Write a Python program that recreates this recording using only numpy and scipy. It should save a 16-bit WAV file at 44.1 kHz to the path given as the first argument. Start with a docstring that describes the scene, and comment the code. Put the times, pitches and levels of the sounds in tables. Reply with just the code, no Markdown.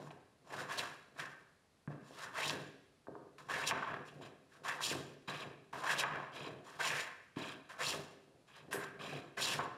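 """A metal hand plane on a hardwood block, on the bench of a small, hard-walled workshop, about ten seconds.
Short strokes come first, then single longer ones, some ended by a hard knock, with soft knocks as the plane lands.
From about four seconds, light scraping returns fall between the strokes; late on, the bare edge skids with a hiss.
Grains of noise drive the tearing, dragging and bench rumble, short swings the knocks; plane, block and bench ring.
The microphone hears them direct, over a long room tail and a steady hush."""
import sys
import numpy as np
from scipy import signal
from scipy.fft import rfft, irfft, next_fast_len
from scipy.io import wavfile
from scipy.ndimage import uniform_filter1d

SR = 44100
rng = np.random.default_rng(int(sys.argv[2]) if len(sys.argv) > 2 else 0)


def voltage_ratio(decibels):
    """Convert decibels (scalar or array-like) to amplitude ratios, 20 dB per decade."""
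    exponent = np.asarray(decibels, float) / 20
    return 10 ** exponent


def dump(signal):
    """Clip the signal to [-1, 1] and save it as 16-bit WAV at the path in sys.argv[1]."""
    limited = np.clip(np.atleast_2d(signal).T, -1, 1)
    pcm = np.round(limited * 32767).astype(np.int16)
    wavfile.write(sys.argv[1], SR, pcm)


N = 430857

# plane, block and bench ringing together, before grip and place change them:
# (frequency [Hz], width [Hz], lift over the plain contact sound [dB])
MODES = [(131, 12.5, 6), (147.9, 8.3, 16.5), (199.5, 6.6, 7.5), (273, 17.7, 8), (319.8, 14, 4),
         (395.2, 45, 7), (510, 40, 4.5), (660, 90, 6), (719, 8.1, 5), (900, 60, 6.5), (1070, 84, 11),
         (1576, 56, 7.5), (1680, 150, 5), (1796, 60, 3.5), (2200, 28, -2), (2416, 41, 6), (2656, 150, 4),
         (3120, 32, 4.5), (3332, 49, 6.5), (3930, 90, 6), (4480, 420, 1), (5290, 450, 2.5), (5810, 40, 6),
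         (7116, 87, 9), (8800, 400, 2.5)]
# each of three places on the wood favours other modes, those below 230 Hz vary least
GRIP_SPREAD = np.where(np.array(MODES)[:, 0] < 230, 0.15, 0.61)
GRIP = np.clip(1 + GRIP_SPREAD * rng.standard_normal((3, len(MODES))), 0, 2)


def strokes():
    """The plane pressed forward and drawn back: cutting, dragging, scraping and tearing over the bench rumble."""
    # the plane pressed along the wood; levels before the trims below:
    # (start [s], full speed [s], easing off [s], sole dragging level [dB], blade cutting level [dB])
    passes = [(0.0, -0.015, 0.073, -58.5, -72), (0.11, 0.11, 0.11, -59, -70.5),
              (0.443, 0.541, 0.54, -45.5, -58.5), (0.55, 0.598, 0.62, -45, -55.5),
              (0.676, 0.715, 0.74, -44, -53.5), (0.775, 0.782, 0.79, -39, -43.5),
              (1.15, 1.185, 1.185, -54.5, -66), (1.185, 1.199, 1.203, -42.5, -53),
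              (1.892, 1.916, 1.92, -58, -78), (1.984, 2.08, 2.17, -66, -68), (2.128, 2.233, 2.24, -47, -56),
              (2.33, 2.38, 2.43, -38.5, -52), (2.425, 2.45, 2.47, -41, -47), (2.475, 2.49, 2.505, -45, -45),
              (3.38, 3.382, 3.36, -54, -57.5), (3.485, 3.5, 3.69, -40, -53.5),
              (3.665, 3.672, 3.682, -39, -38.5), (3.71, 3.737, 3.94, -43, -88),
              (4.05, 4.082, 4.06, -58, -60.5), (4.494, 4.53, 4.57, -65, -71.5),
              (4.634, 4.652, 4.74, -47, -57.5), (4.656, 4.687, 4.7, -39, -50.5),
              (4.803, 4.835, 4.913, -45, -42.5), (5.727, 5.723, 5.83, -47.5, -61),
              (5.834, 5.841, 5.85, -39, -56), (5.854, 5.913, 5.925, -36.5, -45.5),
              (5.975, 5.996, 5.995, -34, -38), (6.032, 6.055, 6.23, -43.5, -85),
              (6.64, 6.668, 6.88, -57, -66), (6.789, 6.807, 6.815, -38, -50), (6.82, 6.84, 6.89, -38, -45),
              (6.9, 6.95, 7.01, -40, -49), (7.69, 7.696, 7.73, -53, -63.5),
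              (7.781, 7.816, 7.82, -36.5, -49), (7.82, 7.859, 7.93, -44.5, -43.5),
              (8.708, 8.716, 8.725, -50, -56), (8.727, 8.731, 8.745, -44, -52),
              (8.75, 8.778, 8.84, -47.5, -61), (9.368, 9.38, 9.39, -42, -51),
              (9.378, 9.425, 9.47, -42, -42), (9.47, 9.5, 9.545, -42, -43), (9.59, 9.6, 9.61, -41, -65),
              (9.62, 9.642, 9.64, -46.5, -64)]
    # the plane drawn back lightly, the edge only scraping; levels before the trims below:
    # (start [s], full speed [s], easing off [s], sole dragging level [dB])
    returns = [(4.207, 4.215, 4.27, -56.5), (8.468, 8.485, 8.53, -63), (8.533, 8.56, 8.59, -57),
               (5.274, 5.285, 5.315, -43.5), (5.325, 5.34, 5.43, -47), (6.317, 6.36, 6.48, -49),
               (7.358, 7.385, 7.52, -47), (8.99, 9.012, 9.19, -48)]
    # how a movement of the sole or the blade swells and dies:
    # (start below full level [dB], sag [dB/s], quick drop [dB], fade [dB/s])
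    sole_shape = (7.7, 16.7, 2.5, 119)
    blade_shape = (7.8, 13.6, 7.3, 112)
    scrape_db = -14  # edge against sole on a return, before the trims

    forward_rows = [(*row[:4], sole_shape) for row in passes]
    return_rows = [(*row, sole_shape) for row in returns]
    cut_rows = [(*row[:3], row[4], blade_shape) for row in passes]
    cut_rows += [(*row[:3], row[3] + scrape_db, blade_shape) for row in returns]

    sole = voltage_ratio(movements(forward_rows + return_rows) - 4.3)
    edge = voltage_ratio(movements(cut_rows) + 2.4)
    forward = voltage_ratio(movements(forward_rows) - 5.6)
    back = voltage_ratio(movements([(*row, blade_shape) for row in returns]) - 3)
    return edge * cutting() + sole * dragging() + back * scraping() + tearing(forward, edge) + pushing()


def cutting():
    """Fibres snap at the edge: dense, fine grains ring the block, at rms 1."""
    # colour of the cutting force: (frequency [Hz], level [dB])
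    cut_colour = [(800, -78), (2500, 2), (4000, 3.5), (7000, -2.5), (11000, -7), (16000, -21)]
    return sliding(coloured(grains(9000, 1.1, 1.8), cut_colour))


def dragging():
    """The sole chatters on the wood: coarser grains ring the block, at rms 1."""
    # colour of the dragging force: (frequency [Hz], level [dB])
    drag_colour = [(150, -28), (450, 4.3), (1000, 9), (2200, 6), (4000, -8), (9000, -60)]
    return sliding(coloured(grains(4000, 1.5, 1.95), drag_colour))


def tearing(forward, edge):
    """The shaving tears in near-regular steps, so noise through a gliding resonance sings in uneven spurts."""
    # pitch of the tearing, which stands for the blade's speed: (time [s], pitch [Hz])
    tear_pitch = [(0.45, 700), (0.53, 800), (0.62, 1600), (0.69, 1100), (0.76, 1700), (0.785, 4500),
                  (0.8, 2600), (0.83, 1300), (1.17, 1100), (1.21, 1900), (1.3, 1400), (2.13, 1100),
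                  (2.24, 1500), (2.34, 1000), (2.39, 1700), (2.43, 2200), (2.47, 3500), (2.49, 5000),
                  (2.51, 1700), (3.49, 1100), (3.56, 2000), (3.62, 1400), (3.655, 2700), (3.668, 4800),
                  (3.682, 2900), (3.708, 2700), (3.72, 1100), (4.04, 1200), (4.09, 2900), (4.64, 1100),
                  (4.7, 1800), (4.8, 1100), (4.84, 3300), (4.875, 5600), (4.9, 4600), (4.912, 2600),
                  (4.94, 1100), (5.84, 1080), (5.89, 1750), (5.95, 1600), (5.98, 3600), (6.01, 2600),
                  (6.04, 1100), (6.79, 1050), (6.82, 1700), (6.855, 2650), (6.9, 2100), (6.95, 1650),
                  (6.99, 2100), (7.05, 1750), (7.79, 1150), (7.82, 1750), (7.86, 3400), (7.89, 5800),
                  (7.92, 2900), (7.945, 700), (8.7, 1500), (9.38, 1600), (9.42, 2900), (9.44, 4700),
                  (9.475, 3000), (9.53, 2700), (9.56, 1100)]
    faint_hz = 2000  # above this pitch the tearing on the sole's level thins out
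    sole_share, edge_share = 1.65, 0.55
    chatter_db = 1.6  # spread as the edge bites and lets go every few ms

    hz = np.interp(np.arange(N) / SR, *np.transpose(tear_pitch))
    sung = resonate(resonate(grains(6000, 1.2, 2.1), hz, 950), hz, 1050)
    tear = sliding(sung)
    tear /= np.sqrt(uniform_filter1d(tear ** 2, 4000))  # as loud at any pitch

    bite = evened(voltage_ratio(chatter_db * wandering(150)))
    level = np.hypot(sole_share * forward * np.minimum(faint_hz / hz, 1), edge_share * edge)
    return level * bite * tear


def scraping():
    """The unloaded iron rings as it scrapes: sparse grains through its own resonances, at rms 1."""
    # ringing of the iron, levels relative to one another: (frequency [Hz], width [Hz], level [dB])
    iron_modes = [(1150, 200, -3), (1650, 200, -4), (2490, 340, 0), (3200, 340, -2), (3900, 220, -5),
                  (4910, 250, -12)]
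    return evened(sum(voltage_ratio(db) * ringing(grains(2000, 2.0, 2.8), hz, width) for hz, width, db in iron_modes))


def pushing():
    """The hand shakes the bench: sparse, low-coloured grains follow the push of the hands."""
    # colour of the pushing force: (frequency [Hz], level [dB])
    push_colour = [(40, -36), (90, -0.5), (140, 0.5), (400, 0), (800, -5.5), (2500, -110)]
    return voltage_ratio(leaning() - 1) * sliding(coloured(grains(1500, 1.7, 1.04), push_colour))


def leaning():
    """Level of the push [dB]: it builds, peaks and settles; after a landing it starts at once."""
    # the hands' push at its strongest, before smoothing and trim: (time [s], level [dB])
    pushes = [(0.0, -48), (0.614, -49.5), (0.8, -51), (1.234, -56.5), (1.89, -48.5), (2.3, -55.5),
              (2.542, -43.5), (3.09, -54), (3.55, -50.5), (3.74, -44.5), (3.95, -48), (4.22, -50.5),
              (4.692, -55.5), (4.96, -44.5), (5.3, -48), (5.452, -49.5), (5.76, -50), (5.95, -50.5),
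              (6.143, -48), (6.47, -45), (6.902, -50), (7.4, -45.5), (7.95, -45.5), (8.349, -65),
              (8.774, -46.5), (9.04, -50), (9.147, -46), (9.42, -48.5), (9.5, -44.5), (9.6, -46)]
    # no push reaches the bench before the plane is down: time of landing [s]
    landings = [1.876, 3.07, 5.28, 5.733, 7.368, 9.377]
    build_db_per_s, settle_db_per_s = 106, 98

    out, t = np.full(N, -110.), np.arange(N) / SR
    for s, db in pushes:
        down = max([0] + [landing for landing in landings if landing <= s])
        shape = db - np.where(t < s, build_db_per_s * (s - t), settle_db_per_s * (t - s))
        out = np.maximum(out, np.where(t >= down, shape, -110))
    return uniform_filter1d(out, 200)


def movements(rows):
    """Level [dB]: each row (start, full, ease, dB, shape) takes over from the last: swell, sag, quick drop, fade."""
    drop_s, climb_db_per_s = 0.022, 202  # a slow swell starts lower
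    out, t = np.full(N, -110.), np.arange(N) / SR
    for start, full, ease, db, (under, sag, drop, fade) in sorted(rows):
        k = round(start * SR)
        u = t[k:k + SR]
        late = np.maximum(u - ease, 0)
        lowest = db - under - climb_db_per_s * (full - start)
        swell = np.interp(u, [start, full], [max(out[k], lowest), db])
        sagging = sag * np.clip(u - full, 0, max(ease - full, 0))
        dropping = drop * (1 - np.exp(-late / drop_s))
        out[k:k + SR] = swell - sagging - dropping - fade * late
    return uniform_filter1d(out, 200)


def skid():
    """The bare edge skids: a burst of fine treble noise that dies quickly."""
    # the one skid: (time [s], level at its start [dB], t60 [s])
    burst = (8.729, -46, .26)
    s, db, t60 = burst
    t = np.arange(N) / SR - s
    hiss = evened(coloured(rng.standard_normal(N), [(4000, -34), (8000, 1), (12000, 1), (16000, -22)]))
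    return voltage_ratio(db - 60 * np.maximum(t, 0) / t60) * (t >= 0) * hiss


def knocks():
    """Each blow is a short swing around its own pitch with small rebounds, and rings the modes near it."""
    # landings and snaps: (time [s], peak level before the room [dB], pitch of the contact [Hz])
    blows = [(0.107, -43, 2460), (0.108, -43, 800), (0.523, -39, 620), (0.612, -40, 2500),
             (0.689, -40, 1100), (0.794, -25, 2900), (1.189, -40, 1500), (1.8755, -39, 1400),
             (1.876, -36, 165), (2.108, -45, 492), (2.4965, -20, 3600), (2.503, -34, 1100),
             (2.53, -37, 430), (3.070, -42, 1100), (3.084, -36.5, 430), (3.153, -38, 1000),
             (3.162, -39, 450), (3.267, -51, 450), (3.384, -44, 1910), (3.711, -19.5, 2100),
             (3.714, -26, 950), (4.087, -45, 2900), (4.212, -42, 700), (4.807, -30, 1070),
             (4.906, -30.5, 2640), (4.914, -32, 420), (5.28, -42, 220), (5.283, -42, 2600),
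             (5.305, -39, 3100), (5.4, -42, 1600), (5.733, -38, 900), (5.841, -36, 1100),
             (6.037, -21, 1900), (6.039, -29, 800), (6.335, -45, 2500), (6.797, -36, 1100),
             (7.363, -47, 2400), (7.368, -31, 260.6), (7.371, -39, 900), (8.28, -55, 452),
             (8.729, -24.5, 1900), (8.744, -33.5, 400), (8.993, -47, 2500), (9.377, -34, 1550),
             (9.591, -26, 1000), (9.595, -27, 1300)]
    contact_cycles = 1.1  # swings in one contact
    rattle_t60_s, rattle_db = 0.09, -2.5  # the small rebounds
    freedom = 1.15  # a blow rings the modes more freely than a pressed sole

    out, t = np.zeros(N + SR), np.arange(2048) / SR
    for s, db, hz in blows:
        u = hz * t  # time in cycles
        force = u ** 2 * np.exp(-4.0 * u / contact_cycles) * np.sin(2 * np.pi * u)

        after = np.minimum(0.6 / hz + 0.016 * rng.random(8), 1499 / SR)
        bounces = np.zeros(1500)
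        bounces[(after * SR).astype(int)] = rng.uniform(-1, 1, 8) * voltage_ratio(rattle_db - 60 * after / rattle_t60_s)
        bounces[0] = 1

        blow = body(np.pad(np.convolve(force, bounces), (0, 9000)), freedom)
        start = round(s * SR)
        out[start:start + len(blow)] += voltage_ratio(db) * blow / abs(blow).max()
    return out[:N]


def body(force, grip, shift=0):
    """The force passes every mode in turn, each lifting its own band as far as the grip allows."""
    hz, width, db = np.transpose(MODES)
    hz = hz * (1 + shift * (hz > 230))  # the lowest modes stay put
    lift, w = voltage_ratio(db * grip / 2), 2 * np.pi * hz / SR
    a = np.sin(w) * width * lift / (2 * hz)
    middle = -2 * np.cos(w)
    sections = np.array([1 + a * lift, middle, 1 - a * lift, 1 + a / lift, middle, 1 - a / lift])
    return signal.sosfilt(np.ascontiguousarray((sections / sections[3]).T), force)


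def sliding(force):
    """As the plane travels, the ringing fades round three places on the wood; rms 1."""
    travel = 5.0 * np.arange(N) / SR  # five rounds a second
    drift = 0.018  # share by which the modes shift from place to place
    out = np.zeros(N)
    for k in range(3):
        nearness = np.cos(np.pi * (travel - k / 3)) ** 2
        out += nearness * body(force, GRIP[k], drift * (k - 1))
    return evened(out)


def grains(per_s, spread_db, clump_db):
    """Fibres giving way at random moments, in clumps some 10 ms long."""
    size = voltage_ratio(spread_db * np.minimum(rng.exponential(1, N), 4))
    struck = rng.random(N) < per_s / SR
    return voltage_ratio(clump_db * wandering(400)) * size * rng.standard_normal(N) * struck


def wandering(samples):
    """Noise smoothed twice over so many samples, at rms 1."""
    return evened(uniform_filter1d(uniform_filter1d(rng.standard_normal(N), samples), samples))


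def resonate(x, hz, width):
    """Shifts the curve hz down to zero, smooths, and shifts back: a resonance of gain 1."""
    turn = np.exp(2j * np.pi * np.cumsum(hz) / SR)
    r = np.exp(-np.pi * width / SR)
    return 2 * (turn * signal.lfilter([1 - r], [1, -r], x / turn)).real


def ringing(x, hz, width):
    """A steep fixed resonance, scaled to rms 1."""
    peak = signal.iirpeak(hz, hz / (1.5 * width), SR)  # wider, as two passes narrow it
    return evened(signal.lfilter(*peak, signal.lfilter(*peak, x)))


def evened(x):
    """Scales to rms 1."""
    return x / np.sqrt(np.mean(x ** 2) + 1e-20)


def read(points, hz):
    """Reads a table on a log-frequency axis."""
    f, value = np.transpose(points)
    return np.interp(np.log(hz + 1), np.log(f + 1), value)


def coloured(x, points):
    """Filters by a spectrum table."""
    size = next_fast_len(len(x))
    gain = voltage_ratio(read(points, np.fft.rfftfreq(size, 1 / SR)))
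    return irfft(rfft(x, size) * gain, size)[:len(x)]


def room(x):
    """Sparse taps of random sign that build up over the first echoes, each band dying at its own speed."""
    # decay of the workshop: (frequency [Hz], t60 [s])
    decay = [(120, 0.36), (330, 0.76), (870, 0.48), (2300, 0.8), (6000, 0.84), (12000, 0.31)]
    # what the walls send back: (frequency [Hz], level [dB])
    walls = [(150, 0), (1500, -1.5), (4000, -14), (12000, -20)]
    taps = np.zeros(SR)
    at = np.arange(300, SR - 20, 20)
    build_up = 1 - np.exp(-at / SR / 0.025)
    taps[at + rng.integers(0, 20, len(at))] = rng.choice([-1., 1.], len(at)) * build_up
    hz, t, z = signal.stft(taps, SR, nperseg=256)
    tail = signal.istft(z * voltage_ratio(-60 * t / read(decay, hz)[:, None]), SR, nperseg=256)[1]
    return signal.fftconvolve(coloured(x, walls), tail / np.linalg.norm(tail))[:N]


def air():
    """The quiet steady hush of the workshop and the microphone: coloured noise at -72 dB rms."""
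    # colour of the hush: (frequency [Hz], relative level [dB])
    hush = [(15, -47), (25, -3.5), (128, 8.5), (2630, -9.5), (2930, -11), (4040, -10.5), (4380, -10.5),
            (5570, -14.5), (11200, -18), (15000, -41)]
    return voltage_ratio(-72) * evened(coloured(rng.standard_normal(N), hush))


def scene():
    """The plane at work, direct and round the room, over the hush."""
    rub, hits = strokes() + skid(), knocks()
    echo = room(voltage_ratio(-7.0) * rub + voltage_ratio(-2.6) * hits)
    return (rub + hits + echo + air())[None]


def band_limit(x):
    """A steep low-pass at the top of the band."""
    return signal.sosfilt(signal.butter(12, 15700, fs=SR, output="sos"), x)


def record(dry):
    """The microphone drops the deep bass, below 40 Hz."""
    thin = signal.sosfilt(signal.butter(2, 40, "highpass", fs=SR, output="sos"), dry)
    return band_limit(thin)


dry = scene()
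out = record(dry)
dump(out)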